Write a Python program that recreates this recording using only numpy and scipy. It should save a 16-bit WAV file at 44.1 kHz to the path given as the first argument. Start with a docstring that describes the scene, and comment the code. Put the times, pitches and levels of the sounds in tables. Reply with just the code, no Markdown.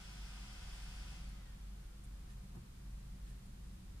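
"""A laptop's cooling fan whirs: air rushes through its duct, the blades sing a thin tone, the outlet
whistles faintly. Fingers start to brush the case, then the fan loses power and coasts down, its tones
falling and its air growing dull and quiet. The hinge rubs as the lid is lifted, the base knocks on the
table with a quick double contact, and the hinge rubs again. Under it all lie the ventilation rumble,
hiss and faint hums of a quiet room."""
import sys
import numpy as np
from scipy.fft import rfft, irfft
from scipy.io import wavfile

SR = 44100
rng = np.random.default_rng(int(sys.argv[2]) if len(sys.argv) > 2 else 0)


def output_pcm(signal):
    """Save a mono or channel-first signal as 16-bit PCM at the path in sys.argv[1].

    Samples are clipped to [-1, 1] before scaling.
    """
    pcm = np.clip(np.atleast_2d(signal).T, -1, 1) * 32767
    wavfile.write(sys.argv[1], SR, np.round(pcm).astype(np.int16))


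N = 176400

# bright colour of a light touch on the case: freq_hz, relative_db
TOUCH_COLOUR = [(1000, -13), (4500, -9), (7000, -8), (8400, 0), (10800, 0), (12300, -13), (15000, -21)]
# stereo image of the room: freq_hz, correlation (-1..1), left_over_right_db
ROOM_IMAGE = [(45, 1, 0), (75, .998, 0), (120, .984, 0), (200, .92, -.4), (370, .14, 0), (690, -.5, .1),
              (1200, .12, -.4), (2300, -.11, 0), (8000, -.09, .3)]


def undb(db):
    """Decibels to gain."""
    return 10 ** (np.asarray(db) / 20)


def times():
    """Time of every sample in s."""
    return np.arange(N) / SR


def freqs():
    """Frequency of every spectral bin in Hz."""
    return np.maximum(np.arange(N // 2 + 1) * SR / N, 1)


def along(table):
    """Each column of a table joined by straight lines over log frequency."""
    hz, *columns = np.array(table, float).T
    return [np.interp(np.log(freqs()), np.log(np.sort(hz)), column) for column in columns]


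def lifts(modes, at_hz):
    """Gain in dB of a set of resonances at the given frequencies."""
    return sum(db / (1 + (2 * (at_hz - hz) / width) ** 2) for hz, width, db in modes)


def highpass(hz):
    """Gain in dB of a steep bass cut."""
    return -10 * np.log10(1 + (hz / freqs()) ** 8)


def lowpass(hz):
    """Gain in dB of a steep treble cut."""
    return -10 * np.log10(1 + (freqs() / hz) ** 8)


def noise(colour_db, image=None):
    """Stereo coloured noise at rms 1; the image sets its width and balance."""
    correlation, pan_db = along(image) if image else (0, 0)
    correlation = np.clip(correlation, -1, 1)
    mid, side = rfft(rng.standard_normal((2, N)))
    sign = np.array([[1], [-1]])
    spectrum = mid * np.sqrt(1 + correlation) + sign * side * np.sqrt(1 - correlation)
    x = irfft(spectrum * undb(colour_db + sign * pan_db / 2), N)
    return x / x.std()


def drift(rate_hz):
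    """Smooth random movement with spread 1."""
    x = irfft(rfft(rng.standard_normal(N)) / (1 + (freqs() / rate_hz) ** 4), N)
    return (x - x.mean()) / x.std()


def fader(table):
    """Gain that rides through points of time_s, gain_db."""
    return undb(np.interp(times(), *np.array(table, float).T))


def strike(start_s, t60_s, attack_s):
    """Envelope of a blow: quick rise, exponential fall."""
    age = np.maximum(times() - start_s, 0)
    return np.minimum(age / attack_s, 1) * np.exp(-np.log(1000) * age / t60_s)


def strokes(table, rise=.2, release=.55):
    """Envelope of short swells; rise and release are shares of their length."""
    t, envelope = times(), 0
    for start, length, db in table:
        fade_in = np.clip((t - start) / (rise * length), 0, 1)
        fade_out = np.clip((start + length - t) / (release * length), 0, 1)
        envelope += undb(db) * fade_in * fade_out
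    return envelope


def fan_speed(power_off_s=1.148, drag_halving_s=1.0, friction_per_s=.024, wobble=.0005):
    """Share of full speed: steady until the power goes off, then air drag and the bearing brake it."""
    coasting_s = np.maximum(times() - power_off_s, 0)
    return (1 + wobble * drift(5)) / (1 + coasting_s / drag_halving_s) - friction_per_s * coasting_s


def fan_air(speed, level_db=-58, fall_db_per_decade=63.5, dulling_db_per_decade=59, split_hz=4400):
    """Turbulence rushes through the duct, weaker and duller as the fan slows."""
    # rushing air at full speed: freq_hz, relative_db
    colour = [(300, -11.5), (620, -7), (760, -1.2), (1100, -6.5), (1450, -7), (2300, -2.5), (3300, -0.5),
              (3900, -5), (5400, -3), (6400, -7.5), (7800, -8.5), (10000, -11.5), (11200, -19.5),
              (15000, -27)]
    # duct resonances: freq_hz, width_hz, lift_db
    duct_modes = [(717, 16, 4.5), (836, 26, 2.5), (976, 21, 3), (1240, 100, 5), (1446, 220, 6.5),
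                  (1580, 50, 4), (1805, 70, 3), (2080, 80, 4), (2500, 53, 2), (2850, 38, 1.5),
                  (3380, 83, 0.5), (4220, 150, 0.5), (4610, 190, 2), (4950, 110, 0), (5760, 130, 0)]
    # stereo image of the air: freq_hz, correlation (-1..1), left_over_right_db
    image = [(570, -0.22, 4), (1293, 0.76, -2), (2500, -0.58, 1.5), (3480, 0.13, -2), (4330, -0.035, 4),
             (8000, -0.12, 1.5), (14100, 0.35, 5)]
    # slight swell and dip as the hand comes near: time_s, gain_db
    hand_ride = [(0, -0.9), (.55, -0.6), (.75, -0.2), (1.15, -1.3)]
    air = noise(along(colour)[0] + lifts(duct_modes, freqs()) + highpass(240), image)
    low = irfft(rfft(air) / (1 + (freqs() / split_hz) ** 2), N)
    decades = np.log10(speed)
    treble = (air - low) * undb(dulling_db_per_decade * decades)
    return (low + treble) * undb(level_db + fall_db_per_decade * decades) * fader(hand_ride)


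def fan_tones(speed, full_speed_hz=2534, flutter_db=1.1):
    """Blades passing the outlet sing fluttering harmonics, coloured by the case as they fall."""
    # blade tones ahead of the case's colour: harmonic, level_db, fall_db_per_decade, left_over_right_db
    harmonics = [(1, -72.6, 56, -1.5), (2, -72.8, 102, 5), (3, -86, 110, .5)]
    # peaks and dips of the case: freq_hz, width_hz, lift_db
    case_modes = [(1430, 170, 5.5), (1570, 70, -6), (1950, 240, 2.5), (2175, 60, -8), (2385, 45, -10),
                  (4270, 240, -17), (4520, 220, 5.5), (4760, 130, 3), (4945, 60, -14)]
    # reflections shift the phase between left and right: pitch_hz, phase_rad
    stereo_phase = [(1300, .6), (1500, .2), (1580, 2.6), (1770, 2.6), (1860, 1), (2100, .5), (2220, 3),
                    (2550, 3), (4400, 2), (4580, 1.5), (4780, .2), (5070, .9), (7600, .7)]
    blade_hz = full_speed_hz * speed
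    phase = 2 * np.pi * np.cumsum(blade_hz) / SR
    sign, tones = np.array([[1], [-1]]), 0
    for k, db, fall_db, pan_db in harmonics:
        lag = np.interp(k * blade_hz, *np.array(stereo_phase).T)
        level_db = db + fall_db * np.log10(speed) + lifts(case_modes, k * blade_hz)
        level_db += flutter_db * drift(12)
        tones += np.sqrt(2) * undb(level_db + sign * pan_db / 2) * np.sin(k * phase + sign * lag / 2)
    return tones


def outlet_whistles(speed, wander=.005, flutter_db=4, fall_db_per_decade=130, flare_hz=4610):
    """Air whistles faintly over the outlet's edges; the tones come and go, and die with the flow."""
    # edge tones at full speed: pitch_hz, level_db
    edge_tones = [(733, -81), (981, -81.5), (1416, -81), (1500, -81), (2060, -84), (2650, -84), (3388, -82),
                  (4590, -84.5)]

    def whistle(hz):
        """A tone whose pitch and stereo phase wander."""
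        phase = 2 * np.pi * np.cumsum(hz * (1 + wander * drift(7))) / SR
        return np.sqrt(2) * np.sin(phase + np.array([drift(6), drift(6)]) / 2)

    chorus = sum(whistle(hz) * undb(db + flutter_db * np.tanh(drift(6))) for hz, db in edge_tones)
    # the top whistle flares while the hand is by the outlet: start_s, length_s, level_db
    flare = whistle(flare_hz) * strokes([(.91, .13, -73)])
    return (chorus + flare) * undb(fall_db_per_decade * np.log10(speed))


def finger_brushes(grain_db=2):
    """Fingers slide over the case in short, bright, grainy wisps."""
    # finger strokes: start_s, length_s, level_db
    brushes = [(.715, .09, -70), (.815, .055, -70), (.945, .04, -72), (1.283, .035, -71.5),
               (2.032, .031, -65), (2.298, .03, -74), (3.285, .04, -72), (3.45, .028, -74)]
    friction = noise(along(TOUCH_COLOUR)[0] + highpass(600))
    return friction * strokes(brushes) * undb(grain_db * drift(300))


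def hinge_rubs(grain_db=2):
    """Friction excites the hinge's resonances as the lid rises."""
    # hinge movements: start_s, length_s, level_db
    rubs = [(2.285, .07, -67.8), (3.25, .1, -70.5)]
    # hinge resonances: freq_hz, width_hz, lift_db
    hinge_modes = [(1785, 130, 17), (3400, 500, 3.5), (7600, 480, 7), (9500, 1400, 5)]
    friction = noise(lifts(hinge_modes, freqs()) + highpass(900) + lowpass(7100))
    return friction * strokes(rubs) * undb(grain_db * drift(150))


def base_knock(thump_db=-48.7, scuff_db=-61, tick_db=-60.5):
    """The base settles on the table in two quick contacts: soft thumps, dull scuffs and a tick."""
    # low resonances of the base: freq_hz, width_hz, lift_db
    base_modes = [(125, 70, 18), (190, 55, 13), (255, 70, 7.5), (360, 75, 7)]
    # contacts with the table: start_s, thump_trim_db, scuff_trim_db
    contacts = [(2.547, -3, 0), (2.566, 0, -6)]
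    thump = noise(lifts(base_modes, freqs()) + highpass(88) + lowpass(420), ROOM_IMAGE)
    thump *= sum(undb(thump_db + db) * strike(s, t60_s=.15, attack_s=.006) for s, db, _ in contacts)
    scuff = noise(highpass(330) + lowpass(1300))
    scuff *= sum(undb(scuff_db + db) * strike(s, t60_s=.1, attack_s=.0035) for s, _, db in contacts)
    tick = noise(along(TOUCH_COLOUR)[0] + highpass(600))
    tick *= undb(tick_db) * strike(start_s=2.556, t60_s=.018, attack_s=.00071)
    return thump + scuff + tick


def ventilation(rumble_db=-53, hiss_db=-65.5, motor_hz=48.25, motor_db=-52, waver_db=1.7):
    """The ventilation's rumble and motor drone swell together under an even, hollow hiss."""
    # deep rumble: freq_hz, relative_db
    rumble_colour = [(18, -13), (28, -0.2), (34, -7.5), (46, -3), (60, -9.5), (71, -7), (87, -14.5),
                     (108, -15.5), (127, -9), (150, -17), (195, -14), (215, -21.5), (280, -30), (400, -36)]
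    # slow swell of rumble and drone: time_s, gain_db
    swell = [(0, -1.2), (.8, -1.1), (1.25, 0.9), (1.75, -2), (2.2, -0.3), (2.8, -0.5), (3.1, 0.5),
             (3.55, 0.9), (4, 0.5)]
    # room hiss: freq_hz, relative_db
    hiss_colour = [(250, 1.5), (400, -1), (620, -9.5), (850, -4), (1150, -4), (1400, -5), (1800, -7),
                   (3200, -8.5), (4700, -9.5), (5600, -11), (10000, -11.5), (11300, -16), (15000, -17.5)]
    # hollow resonances in the hiss: freq_hz, width_hz, lift_db
    vent_modes = [(498, 9.2, 10.5), (545, 12.6, 10), (577, 19, 10), (700, 110, 5.5), (713, 24, 4.5),
                  (825, 8.9, 6), (1203, 86, 0)]
    rumble = noise(along(rumble_colour)[0] + highpass(7.5) + lowpass(340), ROOM_IMAGE)
    hiss = noise(along(hiss_colour)[0] + lifts(vent_modes, freqs()) + highpass(243), ROOM_IMAGE)
    motor_gain = np.sqrt(2) * undb(motor_db + waver_db * drift(2.5))
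    motor = motor_gain * np.sin(2 * np.pi * motor_hz * times() + .11 * drift(.91))
    return (undb(rumble_db) * rumble + motor) * fader(swell) + undb(hiss_db) * hiss


def machine_hums(waver_db=3, drift_rad=.2):
    """Machines in the room hum faintly, each wavering in level and phase."""
    # hum tones: pitch_hz, level_db
    hum_tones = [(100, -78.5), (180.5, -77), (198.5, -74.5), (244, -83), (331, -84), (395.5, -87.5)]
    hums = 0
    for hz, db in hum_tones:
        gain = np.sqrt(2) * undb(db + waver_db * drift(2.16))
        hums += gain * np.sin(2 * np.pi * hz * times() + drift_rad * drift(2))
    return hums


def scene():
    """The fan, the hands on the laptop and the room tone."""
    speed = fan_speed()
    fan = fan_air(speed) + fan_tones(speed)
    handling = finger_brushes() + hinge_rubs() + base_knock()
    room_tone = ventilation() + machine_hums()
    return fan + outlet_whistles(speed) + handling + room_tone


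def record(dry, top_hz=15000):
    """A steep cut takes off the very top of the mix."""
    return irfft(rfft(dry) * np.clip((top_hz - freqs()) / 50, 0, 1), N)


dry = scene()
out = record(dry)
output_pcm(out)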